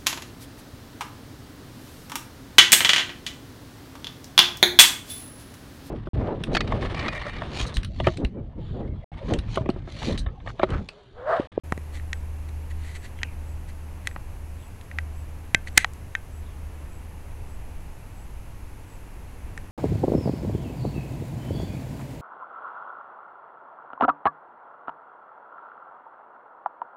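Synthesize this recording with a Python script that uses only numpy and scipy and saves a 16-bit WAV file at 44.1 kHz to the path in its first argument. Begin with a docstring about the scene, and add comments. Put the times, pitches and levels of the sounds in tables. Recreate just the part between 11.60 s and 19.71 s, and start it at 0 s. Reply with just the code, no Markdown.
"""Hand-held camera in a quiet yard

The plastic case clicks, creaks and rubs under the fingers: damped modes and grainy friction noise.
The hardest snaps overload the microphone. An insect chirps high and faint; a far bird calls four times.
A distant engine hums and fades over the traffic rumble."""
import sys
import numpy as np
from scipy import signal
from scipy.fft import rfft, irfft, next_fast_len
from scipy.io import wavfile
from scipy.ndimage import map_coordinates

SR = 44100
rng = np.random.default_rng(int(sys.argv[2]) if len(sys.argv) > 2 else 0)


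def transcribe(signal):
    """Save signal, clipped to [-1, 1], as a 16-bit WAV file at the path in sys.argv[1]."""
    frames = np.atleast_2d(signal).T
    limited = np.clip(frames, -1, 1)
    pcm = np.round(limited * 32767).astype(np.int16)
    wavfile.write(sys.argv[1], SR, pcm)


N = 357651


def clicks(after_db=-28, muting_grip_db=-52, muting_knock_db=-7):
    """The case gives under the grip: wall ring near 2 kHz, thud, knock, snap and faint after-ring."""
    # t/s, level/dB, wall f/Hz, thud/dB, knock/dB, snap/dB, treble edge/Hz; parts relative to level
    blows = [(0.1224, -17.5, 1900, 8.5, 12.5, -7.5, 10400), (0.177, -31, 1960, 11.5, 0, -3, 11000),
             (0.398, -34, 1860, -20, -28, -11, 6000), (0.5307, -17.5, 1880, -34, -25, 0.5, 7540),
             (1.5890, -34, 2080, -16, -23, -4, 7000), (1.6170, -34, 1750, -20, -10, -17, 5000),
             (1.6320, -14, 1900, -30, -9, 4.5, 5060), (2.4723, -13.5, 1960, -21, -15, 0.5, 10100),
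             (2.5126, -34.5, 1870, -20, -20, -6, 6000), (2.562, -28.5, 1920, 0, 15, 1, 2800),
             (3.2120, -44, 1810, -18, -20, 8, 7000), (3.3140, -28, 1900, -25, -17, -6, 5000),
             (3.3863, -13, 1950, -29, -7, -4.5, 5000), (3.9466, -1, 2007, -13, -15, 2, 6800),
             (4.0731, -25.5, 1960, -28, -28, -5, 6000), (4.1750, -7, 2000, -7, -13, 1.5, 9900),
             (4.177, 3.5, 2050, -34, -13, 6, 9200), (4.1783, 1, 1750, -24, -12, 7, 9200),
             (4.2452, -9.5, 1900, -36, 7, 0, 6000), (4.5516, -10, 1850, -32, -24, -6.5, 5600),
             (7.9770, -24, 1830, -21, -18, -5, 9000)]
    # case modes: f/Hz, level/dB, t60/s
    thud_modes = [(151, 1, 0.012), (450, -2, .007)]
    knock_modes = [(760, -14.8, 0.021), (970, -11.5, 0.012), (1264, -8.5, 0.01)]
    after_modes = [(1560, 3.5, 0.11), (1750, -14.5, .25), (2120, -7.5, 0.13), (2580, -7, 0.12),
                   (3170, -19.5, 0.16)]
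    # thin dry ticks: t/s, level/dB
    ticks = [(4.3361, -29)]
    out, t = np.zeros(N), np.arange(SR // 4) / SR
    for at_s, db, hz, thud_db, knock_db, snap_db, edge_hz in blows:
        body = amp(thud_db) * ring(thud_modes, t) + amp(knock_db) * ring(knock_modes, t)
        # the fingers mute the after-ring
        muting = 1 + finger_pressure(at_s) / amp(muting_grip_db) + amp(knock_db - muting_knock_db)
        after = amp(after_db) * ring(after_modes, t) / muting
        click = wall(hz, t) + body + amp(snap_db) * snap(t) + after
        add(out, at_s, amp(db) * softened(click, edge_hz))
    for at_s, db in ticks:
        add(out, at_s, amp(db - 60 * t / 0.00091) * np.cos(2 * np.pi * 7500 * t))
    return out


def wall(hz, t, attack_s=0.00023):
    """Main ring of the case; its pitch depends on where the fingers hold it."""
    # close wall modes: ratio to hz, level/dB, t60/s
    modes = [(.87, -10, .012), (1, 0.5, .015), (1.16, -11, 0.015)]
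    tone = sum(amp(db - 60 * t / t60) * np.sin(2 * np.pi * ratio * hz * t) for ratio, db, t60 in modes)
    return -tone * (1 - np.exp(-t / attack_s))


def snap(t, crack_db=-10, crack_t60_s=0.011):
    """Bright modes, slightly detuned by the grip, and a crack of noise."""
    # bright case modes: f/Hz, relative level/dB, t60/s
    modes = [(2540, -0.5, 0.005), (3280, -2, 0.0059), (4000, -6.5, 0.0089), (5950, -7, 0.0037),
             (6420, -8.5, 0.0093), (7660, -7, 0.0062), (10150, -10, 0.0064)]
    crack = amp(crack_db - 60 * t / crack_t60_s) * rng.standard_normal(len(t))
    detune = rng.uniform(.96, 1.04)
    return amp(-4.5) * ring(modes, detune * t) + crack


def ring(modes, t):
    """Damped modes; each blow lands elsewhere and shifts their strengths."""
    shift_db = rng.normal(0, 1.5, len(modes))
    return sum((-1) ** k * amp(db + shift_db[k] - 60 * t / t60) * np.sin(2 * np.pi * hz * t)
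               for k, (hz, db, t60) in enumerate(modes))


def softened(x, edge_hz):
    """A softer contact carries less treble."""
    return signal.lfilter(*signal.butter(3, edge_hz, fs=SR), x)


def creak(start_s=4.184, length_s=.055, start_rate_hz=250, end_rate_hz=350, level_db=-26, fall_db=8):
    """A seam sticks and slips after the hardest snap: tiny blows, ever quicker and weaker."""
    out, t = np.zeros(N), np.arange(SR // 40) / SR
    progress = np.linspace(0, 1, int(length_s * SR))
    rate_hz = np.interp(progress, [0, 1], [start_rate_hz, end_rate_hz])
    slip_count = np.floor(np.cumsum(rate_hz) / SR)
    slip = softened(wall(hz=1985, t=t) + amp(-1.5) * snap(t), edge_hz=9500)
    for u in progress[np.diff(slip_count, prepend=-1) > 0]:
        add(out, start_s + u * length_s, amp(level_db - fall_db * u ** 2) * slip)
    return out


def rubs():
    """Skin catches and slips on plastic: dense uneven grains, coloured by the case."""
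    # rub spectrum: f/Hz, relative level/dB
    spectrum = [(60, -42.5), (300, -13.5), (1300, -14.5), (1700, -4.5), (1980, 3.6), (2300, -7),
                (3400, -12), (4400, -9), (5100, -23), (6200, -15.5), (8200, -16.5), (10800, -24),
                (14000, -46.5)]
    grains = rng.standard_normal(N) * amp(1.6 * wobble(500))
    return finger_pressure(np.arange(N) / SR) * coloured(grains, spectrum)


def finger_pressure(t):
    """Each finger slide swells and lets go."""
    # slides: centre t/s, length/s, level/dB
    slides = [(0.36, 0.05, -45), (.891, 0.0089, -47), (1.111, 0.023, -48.5), (1.28, 0.15, -49),
              (1.361, 0.025, -41.5), (1.45, 0.048, -45.5), (2.095, 0.029, -49), (2.474, 0.043, -49),
              (4.08, 0.019, -41), (4.193, 0.05, -36)]
    return sum(amp(db) * np.exp(-(2 * (t - at_s) / length_s) ** 2) for at_s, length_s, db in slides)


def insect(pitch_hz=7850, arch_hz=220, stroke_hz=92, chirp_s=.105, level_db=-56):
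    """Each chirp is a swelling run of wing strokes with a slightly arching pitch."""
    # chirp ends, just under two a second: t/s
    ends_s = [.602, 1.426, 1.944, 2.555, 3.085, 3.632, 4.212, 4.803, 5.392, 5.967, 6.645, 7.363]
    out, t = np.zeros(N), np.arange(int(chirp_s * SR)) / SR
    progress = t / chirp_s
    stroke = (stroke_hz * (t - chirp_s)) % 1
    hz = pitch_hz + arch_hz * (np.sin(np.pi * progress ** 2.4) - .7) - 150 * (stroke - .5)
    swell = np.interp(progress, [0, .45, .95, 1], [.15, .84, .83, .42])
    pulses = np.abs(np.sin(np.pi * stroke)) ** 1.7
    for end_s in ends_s:
        jitter_hz = 500 * rng.standard_normal(len(t))
        add(out, end_s - chirp_s, amp(level_db) * swell * pulses * np.sin(phase_of(hz + jitter_hz)))
    return out


def bird(fall_ratio=0.64, blur_hz=800):
    """Falling calls, blurred into narrow noise by distance and walls."""
    # calls: t/s, length/s, start f/Hz, level/dB
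    calls = [(1.149, 0.097, 3200, -60), (1.557, 0.19, 3320, -50.5), (2.975, 0.12, 3950, -60),
             (4.802, 0.18, 4250, -63)]
    out = np.zeros(N)
    for at_s, length_s, start_hz, db in calls:
        progress = np.linspace(0, 1, int(length_s * SR))
        tone = np.sin(phase_of(start_hz * fall_ratio ** progress))
        add(out, at_s, amp(db) * np.sin(np.pi * progress) * tone)
    return out * unit(wobble(blur_hz))


def engine(firing_hz=76.7, waver_hz=.39, sag_from_s=3.38, sag_hz_per_s=.8, flutter_db=1, octave_db=-26):
    """Far engine: a wavering firing tone and weak octave, slowing a little and dying away."""
    # hum envelope: t/s, level/dB
    envelope = [(0.04, -36), (1.23, -31.5), (1.46, -45), (1.6, -36), (2.54, -38), (2.61, -48), (2.88, -36),
                (3.24, -53), (3.37, -32), (3.89, -40.5), (3.93, -57), (4.01, -37), (4.63, -47),
                (4.74, -37.5), (5.89, -43.5), (6.17, -49), (6.21, -45), (6.5, -51)]
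    t = np.arange(N) / SR
    hz = firing_hz - sag_hz_per_s * np.maximum(t - sag_from_s, 0) + waver_hz * wobble(7.21)
    phase = phase_of(hz)
    hum = np.sqrt(2) * (np.sin(phase) + amp(octave_db) * np.sin(2 * phase))
    level_db = np.interp(t, *np.transpose(envelope)) + flutter_db * wobble(9.7)
    fade = np.interp(t, [5.85, 6.9], [1, 0])
    return amp(level_db) * fade * hum


def traffic(rise_db_per_s=0.3, swell_db=1.95, drone_hz=101.3):
    """Distant traffic: slowly growing rumble, steady air and a faint wavering drone."""
    # outdoor noise spectra: f/Hz, relative level/dB
    rumble_spectrum = [(8, -3.5), (22, 0.5), (37, -4), (47, -5), (62, -5), (85, -12.5), (130, -37),
                       (300, -81)]
    air_spectrum = [(50, -32), (85, -2), (140, -11.5), (162, -12.5), (242, -18), (281, -17), (349, -20.5),
                    (478, -22.5), (546, -22), (613, -24.5), (899, -23.5), (1250, -29.5), (2690, -32.5),
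                    (3390, -42), (4500, -48.5), (5850, -65.5), (9900, -120)]
    t = np.arange(N) / SR
    rumble_db = -40 + rise_db_per_s * t + swell_db * wobble(3.82)
    rumble = amp(rumble_db) * coloured(rng.standard_normal(N), rumble_spectrum)
    air = amp(-45 + 0.47 * wobble(3)) * coloured(rng.standard_normal(N), air_spectrum)
    drone = amp(-53.5 + 2.2 * wobble(3.6)) * np.sin(phase_of(drone_hz + 1.54 * wobble(4.9)))
    return rumble + air + drone


def amp(db):
    """Decibels to gain."""
    return 10 ** (np.asarray(db) / 20)


def unit(x):
    """Scale to rms 1."""
    return x / np.sqrt(np.mean(x ** 2) + 1e-20)


def phase_of(hz):
    """Running phase/rad of a frequency curve."""
    return 2 * np.pi * np.cumsum(hz) / SR


def wobble(rate_hz):
    """Smooth random curve through rate_hz knots a second."""
    knots = rng.standard_normal(int(N * rate_hz / SR) + 4)
    return map_coordinates(knots, [np.arange(N) * rate_hz / SR])


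def filtered(x, response):
    """Apply the gain response(hz) by FFT."""
    size = next_fast_len(N + 8192)
    return irfft(rfft(x, size) * response(np.fft.rfftfreq(size, 1 / SR)), size)[:N]


def coloured(x, spectrum):
    """Shape x by (f/Hz, level/dB) points, at rms 1."""
    points_hz, db = np.transpose(spectrum)
    return unit(filtered(x, lambda hz: amp(np.interp(np.log(hz + 1), np.log(points_hz + 1), db))))


def add(track, at_s, sound):
    """Mix a short sound into the track."""
    part = track[max(round(at_s * SR), 0):][:len(sound)]
    part += sound[:len(part)]


def scene():
    """Handling noise over the yard, mono."""
    return (clicks() + creak() + rubs() + insect() + bird() + engine() + traffic())[None]


def record(dry, start_s=.035, whine_hz=10715, top_hz=15800):
    """The camera adds hiss and a thin whine, clips at full scale and limits the band."""
    # microphone hiss: f/Hz, relative level/dB
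    hiss_spectrum = [(2000, -16), (4200, -7), (5600, -7), (6300, -4.5), (7000, -6), (9300, -8), (10500, -4),
                     (11300, -0.5), (12200, -9), (13300, -12), (15700, -14.5)]
    t = np.arange(N) / SR
    hiss = amp(-60.5) * coloured(rng.standard_normal(N), hiss_spectrum)
    whine = amp(-73.5) * np.sin(2 * np.pi * whine_hz * t)
    fade_in = np.clip((t - start_s) / .004, 0, 1)
    clipped = fade_in * np.clip(dry[0] + hiss + whine, -1, 1)
    return filtered(clipped, lambda hz: 1 / (1 + (hz / top_hz) ** 150))[None]


dry = scene()
out = record(dry)
transcribe(out)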